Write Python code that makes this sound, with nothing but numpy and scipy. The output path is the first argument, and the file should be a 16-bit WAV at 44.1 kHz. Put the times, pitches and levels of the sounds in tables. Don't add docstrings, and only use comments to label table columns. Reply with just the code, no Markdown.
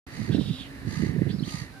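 import sys
import numpy as np
from scipy import signal
from scipy.fft import rfft, irfft
from scipy.io import wavfile
from scipy.ndimage import uniform_filter1d, map_coordinates

SR = 44100
rng = np.random.default_rng(int(sys.argv[2]) if len(sys.argv) > 2 else 0)


def transcribe(u):
    v = np.clip(np.atleast_2d(u).T, -1, 1)
    q = np.round(v * 32767).astype(np.int16)
    wavfile.write(sys.argv[1], SR, q)


N = 79380
T = np.arange(N) / SR
HZ = np.fft.rfftfreq(N, 1 / SR)

# (frequency [Hz], relative level [dB])
HUSH_SPECTRUM = [(20, -29), (60, 9.5), (150, -6.5), (300, -3), (600, -8.5), (1000, -10.5), (2200, -12),
                 (3250, -22), (4000, -15), (4700, -18), (5400, -24), (8000, -29), (10500, -27),
                 (15500, -40)]
# (frequency [Hz], correlation [0-1])
HUSH_LIKENESS = [(50, .7), (300, 0.92), (900, 0), (8000, 0), (12000, .6)]
# (time [s], relative level [dB])
WIND_SWELL = [(.07, -55.5), (.15, -46), (.2, -35), (.275, -39), (.31, -30), (.52, -33.5), (.57, -50.5),
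              (.744, -45.5), (.88, -37), (.94, -36.5), (1.04, -33), (1.2, -30), (1.28, -32.5),
              (1.42, -37.5), (1.6, -47), (1.67, -50.5), (1.8, -53.5)]
# (frequency [Hz], relative level [dB])
EDDY_SPECTRUM = [(35, -11.5), (80, -3), (125, 2), (165, 1), (320, -8), (450, -16.5), (650, -33.5),
                 (1000, -39), (2000, -100)]
# (frequency [Hz], gain [dB])
WIND_LEFT_EQ = [(50, -15), (130, -10), (280, -20.5)]
# (start [s], length [s], start pitch [Hz], end pitch [Hz], level [dB])
GRIP_CREAKS = [(.04, 0.26, 1820, 2050, -46.5), (.24, 0.16, 1855, 1612, -45.5), (.58, 0.41, 1852, 1801, -50),
               (.87, 0.29, 1854, 1923, -41.5), (1.12, 0.227, 1896, 1828, -46.5),
               (1.45, 0.27, 2100, 1797, -47.5)]
# (pitch multiple [ratio], width [Hz], gain [dB])
CREAK_BANDS = [(1, 510, 0), (1.469, 710, -12)]
# (start [s], length [s], level before fades [dB], opening treble lift [dB])
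HAND_SLIDES = [(.09, 0.27, -44, 0), (0.848, .3, -42, 2), (1.428, .255, -40.5, 5)]
# (frequency [Hz], relative level [dB])
FRICTION_SPECTRUM = [(100, -46), (500, -5), (700, -12.5), (1500, -13.5), (2300, 0.5), (3300, -4.5),
                     (4200, 5), (5350, -6), (6900, -4), (7800, -12.5), (8700, -9.5), (11000, -17),
                     (15500, -32)]
# (frequency [Hz], width [Hz], level above the hiss [dB])
BODY_RESONANCES = [(903, 190, 19), (1218, 101, 25), (1920, 230, 16), (4723, 190, 10.5), (6040, 580, 2.5)]
# (frequency [Hz], gain [dB])
BODY_LEFT_EQ = [(500, -4.5), (1300, -9), (3200, -5), (4800, -5), (6500, 0), (12000, -1)]
# (frequency [Hz], phase [rad])
BODY_LEFT_LEAD = [(600, 3.8), (1400, 1.13), (2000, 1.88), (4500, 2.2), (6400, 3.2), (10500, 0.31)]
# (frequency [Hz], correlation [0-1])
FRICTION_LIKENESS = [(300, 0.37), (1500, 0.13), (5000, 0.17), (9000, 0.85)]
# (time [s], peak before overload and low cut [dB], pitch [Hz], half length [s])
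HARD_PUFFS = [(0.201, -20.5, 211, 0.008), (0.297, -11.5, 280, 0.0026), (0.304, -10.5, 129, 0.0075),
              (.349, -8.5, 326, 0.0021), (.353, -7.5, 218, 0.0024), (.387, -8, 254, 0.0026),
              (0.396, -8.5, 210, 0.0027), (.414, -16, 197, 0.0068), (.507, -17, 167, 0.01),
              (0.881, -20, 117, 0.011), (.978, -16, 146, 0.005), (1.002, -16, 207, 0.0077),
              (1.026, -16.5, 275, 0.003), (1.036, -9.5, 213, 0.002), (1.064, -13, 150, 0.0061),
              (1.096, -17, 172, 0.0032), (1.164, -12, 230, 0.0018), (1.185, -14.5, 159, 0.0076),
              (1.22, -7, 232, 0.0025), (1.302, -24, 347, 0.0029), (1.31, -18.5, 176, 0.0048),
              (1.347, -15.5, 194, 0.0069), (1.408, -18.5, 241, .0025), (1.427, -15, 194, 0.0038),
              (1.48, -19, 208, 0.002), (1.546, -18.5, 150, 0.005), (1.62, -24.5, 133, 0.0076)]
# (start [s], length [s], start pitch [Hz], end pitch [Hz], level [dB])
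BIRD_RASPS = [(.312, 0.063, 3473, 3973, -39.5), (.385, 0.067, 3830, 3686, -41.5),
              (.448, 0.03, 3740, 3656, -42), (.472, 0.034, 3610, 3480, -41),
              (.505, 0.09, 3715, 3600, -42.5), (.578, 0.064, 3593, 3400, -41.5),
              (.628, 0.054, 2875, 2767, -49), (1.285, 0.038, 3237, 3670, -45.5),
              (1.478, 0.029, 3120, 3100, -45)]
# (pitch multiple [ratio], width [Hz], gain [dB])
RASP_BANDS = [(1, 680, -1), (.81, 830, -6.5), (1.3, 1270, -9), (2.1, 5000, -16)]
# (time [s], pitch [Hz], level [dB])
WHISTLE_PHRASES = [
    [(1.3, 4000, -51), (1.325, 4630, -47.5), (1.338, 4930, -54), (1.365, 5180, -62), (1.381, 5250, -60),
     (1.389, 4310, -46), (1.4, 4160, -43.5), (1.418, 5330, -56), (1.43, 4140, -44)],
    [(1.431, 3360, -46), (1.438, 3090, -41.5), (1.447, 3400, -48), (1.452, 3945, -47.5), (1.475, 4700, -56)],
]
# (pitch multiple [ratio], level [dB])
CALL_HARMONICS = [(1, -56.5), (2, -50)]


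def amp(db):
    return 10 ** (np.asarray(db) / 20)


def unit(x):
    return x / np.sqrt(np.mean(x ** 2) + 1e-20)


def curve(points):
    hz, value = np.transpose(points)
    return np.interp(np.log(HZ + 1), np.log(hz + 1), value)


def low_pass(x, hz):
    return irfft(rfft(x) / (1 + (HZ / hz) ** 4), N)


def wander(hz):
    return unit(low_pass(rng.standard_normal(N), hz))


def phase(hz):
    return 2 * np.pi * np.cumsum(hz) / SR


def noise_pair(gain, likeness):
    right, other = rfft(rng.standard_normal((2, N)))
    left = likeness * right + np.sqrt(1 - likeness ** 2) * other
    pair = irfft(np.array([left, right]) * gain, N)
    return pair / np.std(pair[1])


def noise_band(hz, width_hz):
    turn = phase(hz)
    return unit(wander(width_hz / 2) * np.cos(turn) + wander(width_hz / 2) * np.sin(turn))


def glides(bursts, bands):
    out = np.zeros(N)
    for start, length, from_hz, to_hz, db in bursts:
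        progress = np.clip((T - start) / length, 0, 1)
        pitch = from_hz + (to_hz - from_hz) * progress
        stack = sum(amp(band_db) * noise_band(ratio * pitch, width) for ratio, width, band_db in bands)
        out += amp(db) * np.sqrt(abs(np.sin(np.pi * progress))) * stack
    return out


def hush():
    level_db, fade_db_per_s, left_dip_db = -44.5, 1.15, -4
    left_eq = curve(BODY_LEFT_EQ)
    left = amp(left_dip_db * left_eq / np.min(left_eq))
    colour = amp(curve(HUSH_SPECTRUM)) * np.array([left, np.ones(len(HZ))])
    return amp(level_db - fade_db_per_s * T) * noise_pair(colour, curve(HUSH_LIKENESS))


def hum():
    pitch_hz, waver_hz = 264.5, 12.9
    level_db, fade_db_per_s, flutter_db = -45, 4.5, 4.7
    pitch = pitch_hz + waver_hz * wander(hz=19.5)
    return amp(level_db - fade_db_per_s * T + flutter_db * wander(hz=8.5)) * np.sin(phase(pitch))


def wind_at_ports(pair, low_cut_hz=66):
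    low_cut = signal.butter(4, low_cut_hz, "high", fs=SR, output="sos")
    left, right = signal.sosfilt(low_cut, pair)
    return np.array([irfft(rfft(left) * amp(curve(WIND_LEFT_EQ)), N), right])


def wind():
    boost_db, lump_db = 6, 3
    neutral_db, brighten_db_per_db = -30.5, 0.9
    strength_db = np.interp(T, *np.transpose(WIND_SWELL)) + lump_db * wander(hz=63.5)
    eddies = noise_pair(amp(curve(EDDY_SPECTRUM)), likeness=0.75)
    rumble = low_pass(eddies, hz=278)
    top = (eddies - rumble) * amp(brighten_db_per_db * (strength_db - neutral_db))
    return wind_at_ports(amp(boost_db + strength_db) * (rumble + top))


def grip_creaks(left_response):
    creaks = glides(GRIP_CREAKS, CREAK_BANDS)
    return np.array([irfft(rfft(creaks) * left_response, N), creaks])


def hand_slide(colour, start, length, db, treble_db):
    attack_s, release_s, bend_depth = 0.081, 0.084, 0.06
    sag_db_per_s, treble_sag_db_per_s = 4, 22.5
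    t = np.clip(T - start, 0, length)
    fades = np.minimum(t / attack_s, 1) * np.minimum((length - t) / release_s, 1)
    speed = 1 + bend_depth * (np.sin(np.pi * t / length) - np.pi / 4)
    friction = noise_pair(colour, curve(FRICTION_LIKENESS))
    hiss = np.array([map_coordinates(port, [np.cumsum(speed)], mode="wrap") for port in friction])
    dull = low_pass(hiss, hz=4100)
    treble = (hiss - dull) * amp(treble_db - treble_sag_db_per_s * t)
    return amp(db - sag_db_per_s * t) * fades * (dull + treble)


def handling():
    judder_hz, judder_db, slip_db = 65, 2.4, 0.4
    resonance_power = 1 + sum(amp(db) ** 2 / (1 + (2 * (HZ - hz) / width) ** 2) ** 2
                              for hz, width, db in BODY_RESONANCES)
    left_response = amp(curve(BODY_LEFT_EQ)) * np.exp(1j * curve(BODY_LEFT_LEAD))
    ports = np.array([left_response, np.ones(len(HZ))])
    colour = amp(curve(FRICTION_SPECTRUM)) * np.sqrt(resonance_power) * ports
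    rubbing = sum(hand_slide(colour, *slide) for slide in HAND_SLIDES) + grip_creaks(left_response)
    judder = np.sin(phase(judder_hz * (1 + 0.05 * wander(hz=41))))
    return rubbing * amp(slip_db * wander(hz=88.5) + judder_db * judder)


def puffs():
    pitch_sag_per_s, overload = 24.4, 0.7
    thumps = np.zeros(N)
    for peak_s, db, hz, half_length in HARD_PUFFS:
        t = T - peak_s
        cycles = hz * (t - pitch_sag_per_s * t ** 2 / 2)
        thumps += amp(db) * np.exp(-(t / half_length) ** 2) * np.cos(2 * np.pi * (cycles + rng.random()))
    driven = thumps + overload * thumps ** 2
    return wind_at_ports([driven, driven])


def small_bird():
    reeds_t60_s, wet_db, left_lead_s = 0.25, -9, 0.00006
    song = glides(BIRD_RASPS, RASP_BANDS) + sum(whistle(phrase) for phrase in WHISTLE_PHRASES)
    tail = rng.standard_normal((2, N)) * np.exp(-np.log(1000) * T / reeds_t60_s)
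    scatter = signal.fftconvolve(song[None], tail / np.linalg.norm(tail[0]), axes=1)[:, :N]
    direct = np.array([np.interp(T + left_lead_s, T, song), song])
    return pan_right(direct, left_db=-9) + amp(wet_db) * pan_right(scatter, left_db=-1.5)


def pan_right(x, left_db):
    return x * np.array([[amp(left_db)], [1]])


def whistle(phrase):
    warble_depth, warble_hz, flutter_db = 0.045, 400, 3
    times, hz, db = np.transpose(phrase)
    pitch = np.interp(T, times, hz) * (1 + warble_depth * wander(warble_hz))
    gate = (T > times[0]) & (T < times[-1])
    envelope = uniform_filter1d(amp(np.interp(T, times, db)) * gate, size=130)
    return np.sqrt(2) * envelope * amp(flutter_db * wander(warble_hz)) * np.sin(phase(pitch))


def water_bird():
    start_s, attack_s, pitch_hz, waver_hz, flutter_db = 1.715, 0.05, 778, 17, 2
    turn = phase(pitch_hz + waver_hz * wander(hz=118))
    note = np.sqrt(2) * sum(amp(db) * np.sin(multiple * turn) for multiple, db in CALL_HARMONICS)
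    fade_in = np.clip((T - start_s) / attack_s, 0, 1)
    return pan_right(fade_in * amp(flutter_db * wander(hz=69)) * note, left_db=-8)


def scene():
    return hush() + hum() + wind() + handling() + puffs() + small_bird() + water_bird()


def record(dry):
    open_s, fade_s, high_cut_hz = 0.065, 0.0033, 15450
    opened = dry * np.clip((T - open_s) / fade_s, 0, 1)
    high_cut = signal.firwin(511, high_cut_hz, window=("kaiser", 9), fs=SR)
    return signal.oaconvolve(opened, high_cut[None], "same")


dry = scene()
out = record(dry)
transcribe(out)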